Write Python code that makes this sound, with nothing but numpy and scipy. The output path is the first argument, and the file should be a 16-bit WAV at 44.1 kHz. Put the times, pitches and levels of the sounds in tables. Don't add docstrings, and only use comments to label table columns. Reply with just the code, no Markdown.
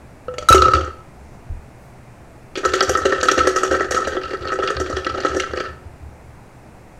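import sys
import numpy as np
from scipy import signal
from scipy.fft import rfft, irfft, next_fast_len
from scipy.io import wavfile

SR = 44100
rng = np.random.default_rng(int(sys.argv[2]) if len(sys.argv) > 2 else 0)


def gain_from_db(level_db):
    decades = np.asarray(level_db, float) / 20
    return 10 ** decades


def materialize(psi):
    bounded = np.clip(np.atleast_2d(psi).T, -1, 1)
    quanta = np.round(bounded * 32767).astype(np.int16)
    wavfile.write(sys.argv[1], SR, quanta)


N = 308259

# (time [s], wall ring [dB], air column [dB], base knock [dB], die click [dB])
TAP_BLOWS = [
    (0.282, -24.5, -24.5, -37, -68),
    (0.3391, -29, -31, -36.5, -42.5),
    (0.3827, -24.5, -25, -17, -22.5),
    (0.4244, -26, -31, -30, -37),
]
LANDING_BLOWS = [
    (.4866, 11, -16, -10, 0),
    (.5015, -22, -1, -13, -18),
    (.5245, 10, -10, -20, -14),
    (.5445, -22, -1, -11, -14),
]
DROP_BLOWS = [(0.5801, -33, -17, -15, -51), (0.62, 1.5, -13, -14, -21.5), (0.655, -7, -12, -32, -37),
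              (0.6816, -9.5, -11.5, -22.5, -35), (0.7083, -25, -20, -33, -33),
              (0.7346, -1.5, -10.5, -14.5, -19), (0.7524, -12, -16, -45, -41), (0.772, -19, -20, -53, -40),
              (0.8082, -20.5, -19.5, -21.5, -37), (0.844, -23.5, -29, -47, -36),
              (0.8752, -25, -25, -38, -47)]
HARD_SHAKE_BLOWS = [(2.555, -28, -25.5, -18, -32), (2.5732, -26.5, -18.5, -22.5, -26),
                    (2.633, -24, -20.5, -43, -54), (2.65, -3, -7, -15, -15.5),
                    (2.7359, -10.5, -10, -12.5, -16.5), (2.807, -2.5, -9, -8.5, -33),
                    (2.8241, -38, -13, -35, -15), (2.8929, -15, -6, -17.5, -9.5),
                    (2.9505, -6.5, -12.5, -16.5, -43), (2.972, -16, -15.5, -46, -15.5),
                    (3.0533, -15, -6, -16.5, -20.5), (3.1233, -11, -11.5, -20.5, -27),
                    (3.2119, -29, -23, -16.5, -35), (3.2288, -9.5, -10.5, -27, -13.5),
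                    (3.284, -3, -10.5, -15, -24), (3.314, -18, -11, -14.5, -11),
                    (3.377, -23, -8.5, -21, -23), (3.3904, -11.5, -17, -10, -23),
                    (3.4516, -20, -17.5, -39, -36), (3.47, -3, -7, -16.5, -13),
                    (3.5605, -10.5, -11, -20, -14), (3.6319, -10, -9, -21, -14.5),
                    (3.7111, -18, -8, -26, -24), (3.7237, -16, -15, -23.5, -24)]
EASING_SHAKE_BLOWS = [(3.8055, -8.5, -10, -27, -29), (3.8184, -24, -24, -32, -29),
                      (3.9082, -15, -11, -20, -12.5), (3.945, -17, -13.5, -17.5, -22),
                      (3.975, -12.5, -20, -39, -23), (3.9859, -13.5, -15.5, -37, -44),
                      (4.0476, -53, -21.5, -22, -46), (4.0728, -21, -12.5, -33, -19.5),
                      (4.166, -17.5, -11.5, -27, -40), (4.2346, -34, -27.5, -26, -47),
                      (4.3325, -22, -17, -26, -34), (4.4519, -29, -14, -27, -47),
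                      (4.5195, -16, -15.5, -37, -33), (4.5883, -32, -12, -24.5, -41),
                      (4.636, -21.5, -16.5, -28, -35), (4.675, -15.5, -24, -15, -36),
                      (3.741, -16, -17.5, -34, -33), (4.106, -44, -23.5, -29, -45),
                      (4.2154, -34, -34, -32, -47), (4.3051, -40, -28.5, -28, -52),
                      (4.473, -32, -35, -24, -46), (4.4917, -20, -28, -33, -53),
                      (4.5352, -38, -24, -43, -28), (4.622, -20.5, -15.5, -34, -35)]
SOFT_SHAKE_BLOWS = [(4.702, -19, -12, -55, -25), (4.7672, -18, -19, -19.5, -44),
                    (4.7993, -27, -12, -49, -18.5), (4.898, -27, -11.5, -33, -28.5),
                    (4.9667, -16, -13, -19, -25.5), (5.0464, -26, -26, -20.5, -34),
                    (5.0647, -13.5, -16, -24, -34), (5.1533, -40, -17.5, -36, -38),
                    (5.1816, -24, -17.5, -28, -45), (5.2032, -30, -20.5, -23, -32),
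                    (5.2482, -8.5, -6, -21, -27), (5.2824, -42, -26, -29, -31),
                    (5.3473, -40, -14, -25, -31), (5.367, -27, -11, -46, -19.5),
                    (5.3983, -21, -24, -9.5, -23), (5.4342, -16.5, -21, -30, -42),
                    (5.5341, -25, -14.5, -29.5, -39), (5.5717, -21.5, -16, -20, -33),
                    (5.6029, -21, -16.5, -22.5, -32), (5.6516, -20, -33, -30, -56)]
# (time [s], effort [dB])
ROLL_EFFORT = [
    [(.27, -68), (.45, -63), (.58, -49), (.66, -29), (.8, -32), (1.0, -63)],
    [(2.52, -49), (2.64, -32), (2.8, -21), (3.7, -22.5), (4.3, -25.5), (4.6, -22.5), (5.1, -24), (5.6, -24),
     (5.76, -54)],
]

# (frequency [Hz], level [dB], T60 [s])
COVERED_AIR_MODES = [(317, -9.5, 0.049), (373.8, -5, 0.14), (415.8, -13, 0.12), (447, -17, 0.11),
                     (522, -6.5, 0.1), (625, -6.5, 0.02), (776, -12, 0.029)]
# (frequency [Hz], level [dB], T60 [s])
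OPEN_AIR_MODES = [(505, 7, 0.16)]
# (frequency [Hz], level [dB], T60 [s])
SHADED_AIR_MODES = [(492, 1, .06), (593, 3.5, 0.099)]
# (frequency [Hz], level [dB], T60 [s])
WALL_MODES = [(1190, -11, .045), (1250, -12, .05), (1297, 0, .075), (1312, -19, .3), (1326, 0, .085),
              (1390, -9, .045)]
RIM_MODES = [(1525.5, -4, 0.069), (1662, -9, 0.073), (1810.5, -4, 0.064), (1906, -9, 0.078)]
BASE_MODES = [(2187, -6.5, 0.037), (2870, -0.5, 0.029), (3227, -9, 0.062), (3690, -34, .03),
              (4340, -33, 0.016), (4450, -3.5, 0.033)]
DIE_MODES = [(5500, -10, .025), (5850, -7, .03), (6400, -8, .03), (6950, -10, .025), (7700, -14, .02),
             (11000, -22, .012)]
# (low edge [Hz], high edge [Hz], level [dB])
KNOCK_CLUSTERS = [(2333, 2560, -6), (2710, 2917, -1), (3070, 3510, -4), (3770, 4274, -6.5),
                  (4330, 4800, -10)]
CRACK_CLUSTERS = [(4500, 5440, -7.5), (5480, 6100, 0.5), (6180, 6800, -1), (6940, 7600, -7.5),
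                  (8100, 8800, -12)]
# (low edge [Hz], high edge [Hz], level [dB])
TICK_CLUSTERS = [(1970, 3400, -0.5), (3350, 5100, 0)]

# (time [s], peak level [dB])
TABLE_THUMPS = [(0.252, -23), (0.373, -23), (0.502, -2), (0.581, -8.5), (0.977, -32), (1.208, -28),
                (1.495, -16), (2.655, -25), (2.879, -17), (3.011, -19), (3.182, -21), (3.377, -17.5),
                (3.687, -19), (3.884, -18.5), (4.051, -27), (4.403, -20), (4.57, -27), (4.754, -15.5),
                (4.928, -17), (5.099, -21.5), (5.295, -15.5), (5.482, -18), (5.666, -20), (5.842, -23.5),
                (6.012, -22.5), (6.237, -32), (6.55, -38),
                (0.661, -10),
    (0.737, -10),
    (0.822, -17.5),
    (0.891, -50),
    (4.239, -28),
]
# (frequency [Hz], level [dB], T60 [s])
TABLE_MODES = [(74.8, 1, 0.43), (90.2, -8.5, 0.36), (115.7, -5.5, 0.26)]
# (time [s], level [dB], frequency [Hz], T60 [s])
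FOREARM_LANDING = (1.497, -17, 32, .25)
# (centre [s], half length [s], level [dB], low edge [Hz], high edge [Hz])
SLEEVE_SWISHES = [
    (1.3, .12, -66, 4500, 7500),
    (1.84, .07, -66, 4000, 15000),
]
# (frequency [Hz], density [dB per Hz])
HUM_SPECTRUM = [(25, -2), (43, -11.5), (66, -0.5), (92, -10.5), (120, 0.5), (150, -8), (500, -14.5),
                (750, -13.5), (1070, -20.5), (2500, -27), (3100, -38), (8600, -39), (10500, -43),
                (16000, -52)]

SHADED_S, COVERED_S, SHAKEN_S = 0.36, 0.46, 2
VALLEY_HZ = 1032


def blows():
    tables = [TAP_BLOWS, LANDING_BLOWS, DROP_BLOWS, HARD_SHAKE_BLOWS, EASING_SHAKE_BLOWS, SOFT_SHAKE_BLOWS]
    time_s, wall_db, air_db, base_db, die_db = np.vstack(tables).T
    rim_offset_db = np.where(time_s > SHAKEN_S, -7.5, -18)
    rim_db = 0.4 * wall_db + 0.36 * air_db + rim_offset_db
    return np.array([np.round(time_s * SR), wall_db, rim_db, air_db, base_db, die_db])


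def tumbling(hits, per_s):
    early_db, early_t60_s = -19, 0.07
    rebound_db, rebound_t60_s = -14, 0.12
    roll_bright_db = -10.5
    contact_scatter_db = 3.5

    at = np.flatnonzero(rng.random(N) < per_s / SR)
    size_db = 3.44 * np.minimum(rng.exponential(1, N), 2.4)[at]
    size_db = size_db + contact_scatter_db * rng.standard_normal((5, len(at)))

    effort_db = np.full(len(at), -120.)
    for time_s, level_db in map(np.transpose, ROLL_EFFORT):
        rolling = (at > time_s[0] * SR) & (at < time_s[-1] * SR)
        effort_db[rolling] = np.interp(at[rolling] / SR, time_s, level_db)

    hit_at = hits[0].astype(int)
    blow = np.array([np.bincount(hit_at, gain_from_db(np.minimum(db, -13)), N) for db in hits[1:]]) + 1e-18
    rebound_decay = gain_from_db(-60 / (rebound_t60_s * SR))
    after = signal.lfilter([gain_from_db(rebound_db)], [1, -rebound_decay], blow)
    early_decay = gain_from_db(-60 / (early_t60_s * SR))
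    before = signal.lfilter([gain_from_db(early_db)], [1, -early_decay], blow[:, ::-1])[:, ::-1]
    sample = np.arange(N)
    near = after * (sample > COVERED_S * SR) + before * (sample > (SHAKEN_S + 0.6) * SR)

    below_db = np.array([[-11.5], [-17.5], [-12.5], [roll_bright_db - 10.0], [roll_bright_db - 20.0]])
    levels_db = 20 * np.log10(gain_from_db(effort_db + below_db) + near[:, at]) + size_db
    return np.vstack([at, levels_db])[:, effort_db > -100]


def tumbler(at, wall_db, rim_db, air_db, base_db, die_db):
    covered, bare = at > COVERED_S * SR, at < SHADED_S * SR
    shaded = ~covered & ~bare
    air = struck(at[covered], air_db[covered] - 0.6, COVERED_AIR_MODES, 2.08, detune=0.018, spread_s=0.001874)
    air = air + struck(at[bare], air_db[bare] - 0.6, OPEN_AIR_MODES, 0.3)
    air = air + struck(at[shaded], air_db[shaded] - 0.6, SHADED_AIR_MODES, 0.4)

    held = at > SHAKEN_S * SR
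    gripped_modes = [(hz, db, t60_s * 0.9) for hz, db, t60_s in WALL_MODES]
    free_wall = struck(at[~held], wall_db[~held] - 4, WALL_MODES, 1.5, detune=0.004)
    free_wall = band(free_wall, [1180, 1440], "band", order=1)
    held_wall = struck(at[held], wall_db[held] - 3.5, gripped_modes, 2.9, detune=0.0086, spread_s=0.001502)
    wall = band(free_wall + held_wall, [1050, 1480], "band", order=1)
    rim = struck(at, rim_db - 2.0, RIM_MODES, 3.9, detune=0.022, spread_s=0.002022)

    knock = struck(at, base_db - 11.0, BASE_MODES, 5.3, detune=0.019, spread_s=0.002)
    knock = knock + crack(at, base_db + 1.0, 0.06, KNOCK_CLUSTERS, scatter_db=6)

    click = struck(at, die_db - 2, DIE_MODES, 4.6, detune=0.031, spread_s=0.004)
    click = click + crack(at, die_db - 1, 0.077, CRACK_CLUSTERS, scatter_db=3.0)
    click = click + crack(at, 1.49 * die_db + 0.5, 0.15, [(9290, 13900, -19.5)], scatter_db=-1.5)

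    tick = crack(at, base_db + 4.5, 0.011, TICK_CLUSTERS, scatter_db=3.5)

    return (band(air, [260, VALLEY_HZ], "band")
            + band(wall + rim, [0.98 * VALLEY_HZ, 2300], "band")
            + band(knock, [1900, 5500], "band")
            + band(click, [4800, 12500], "band")
            + band(tick, 6450, "low", order=4))


def struck(at, level_db, modes, scatter_db, detune=0, spread_s=0):
    chance = rng.standard_normal((len(at), 2, len(modes)))
    side, tight = np.sign(rng.standard_normal((len(at), 2))).T
    out = np.zeros(N)
    for k, (hz, mode_db, t60_s) in enumerate(modes):
        size = side * gain_from_db(level_db + mode_db + scatter_db * chance[:, 0, k])
        start = at + (np.abs(chance[:, 1, k]) * spread_s * SR).astype(int)
        for grip in (-1, 1):
            clicks = np.bincount(start[tight == grip], size[tight == grip], N)
            out += ring(clicks, hz * (1 + grip * detune), t60_s)
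    return out


def ring(clicks, hz, t60_s):
    decay = gain_from_db(-60 / (t60_s * SR))
    turn = 2 * np.pi * hz / SR
    return signal.lfilter([0, np.sin(turn)], [1, -2 * decay * np.cos(turn), decay * decay], clicks + 1e-18)


def crack(at, level_db, t60_s, clusters, scatter_db):
    chance = rng.standard_normal((len(at), len(clusters)))
    noise = rng.standard_normal(N)
    decay = gain_from_db(-60 / (t60_s * SR))
    out = 0
    for k, (low_hz, high_hz, cluster_db) in enumerate(clusters):
        clicks = np.bincount(at, gain_from_db(level_db + cluster_db + scatter_db * chance[:, k]), N)
        fade = signal.lfilter([1], [1, -decay], clicks + 1e-18)
        out = out + band(fade * noise, [low_hz, high_hz], "band")
    return out


def band(x, hz, kind, order=2):
    return signal.sosfilt(signal.butter(order, hz, kind, fs=SR, output="sos"), x)


def table():
    time_s, level_db = np.array(TABLE_THUMPS).T
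    at = (time_s * SR).astype(int)
    boom = struck(at, level_db - 8.0, TABLE_MODES, scatter_db=2.5, spread_s=0.0029)
    boom = band(boom, 63, "high", order=3)
    landing_s, landing_db, hz, t60_s = FOREARM_LANDING
    boom += ring(gain_from_db(landing_db) * (np.arange(N) == int(landing_s * SR)), hz, t60_s)
    return band(boom, [24, 170], "band")


def sleeve():
    time_s = np.arange(N) / SR
    out = np.zeros(N)
    for centre_s, half_s, level_db, low_hz, high_hz in SLEEVE_SWISHES:
        swell = np.exp(-((time_s - centre_s) / half_s) ** 2)
        cloth = rms_one(band(rng.standard_normal(N), [low_hz, high_hz], "band"))
        out += gain_from_db(level_db) * swell * cloth
    return out


def room(x):
    t60_s, wall_cut_hz = 0.5, 12000
    size = next_fast_len(N + SR)
    phase = -2j * np.pi * np.arange(size // 2 + 1) / size
    dull = np.exp(-2 * np.pi * wall_cut_hz / SR)
    loss = (1 - dull) / (1 - dull * np.exp(phase))
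    tail = 0
    for k, lag in enumerate((rng.uniform(0.015, 0.045, 10) * SR).astype(int)):
        loop = gain_from_db(-60 * lag / SR / t60_s) * loss * np.exp(phase * lag)
        tail = tail + (-1) ** k * loop / (1 - loop)
    return irfft(rfft(x, size) * tail, size)[:N]


def room_hum():
    return gain_from_db(-41.5) * rms_one(coloured(rng.standard_normal(N), HUM_SPECTRUM))


def coloured(x, points):
    size = next_fast_len(N)
    hz = np.maximum(np.arange(size // 2 + 1) * SR / size, 1)
    point_hz, point_db = np.array(points).T
    gain = gain_from_db(np.interp(np.log(hz), np.log(point_hz), point_db))
    return irfft(rfft(x, size) * gain, size)[:N]


def rms_one(x):
    return x / np.sqrt(np.mean(x ** 2) + 1e-20)


def scene():
    hits = blows()
    at, *levels_db = np.hstack([hits, tumbling(hits, per_s=140)])
    dice = tumbler(at.astype(int), *levels_db)
    reverb = gain_from_db(-18) * room(dice)
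    return (dice + reverb + table() + sleeve() + room_hum())[None]


def band_limit(x):
    return signal.sosfilt(signal.butter(12, 16130, fs=SR, output="sos"), x)


def record(dry):
    overload, cutoff_hz = 0.7, 16100
    clipped = dry / (1 + (np.abs(dry) / overload) ** 10) ** (1 / 10)
    top_cut = signal.ellip(8, 0.5, 60, cutoff_hz, fs=SR, output="sos")
    return band_limit(signal.sosfilt(top_cut, clipped))


dry = scene()
out = record(dry)
materialize(out)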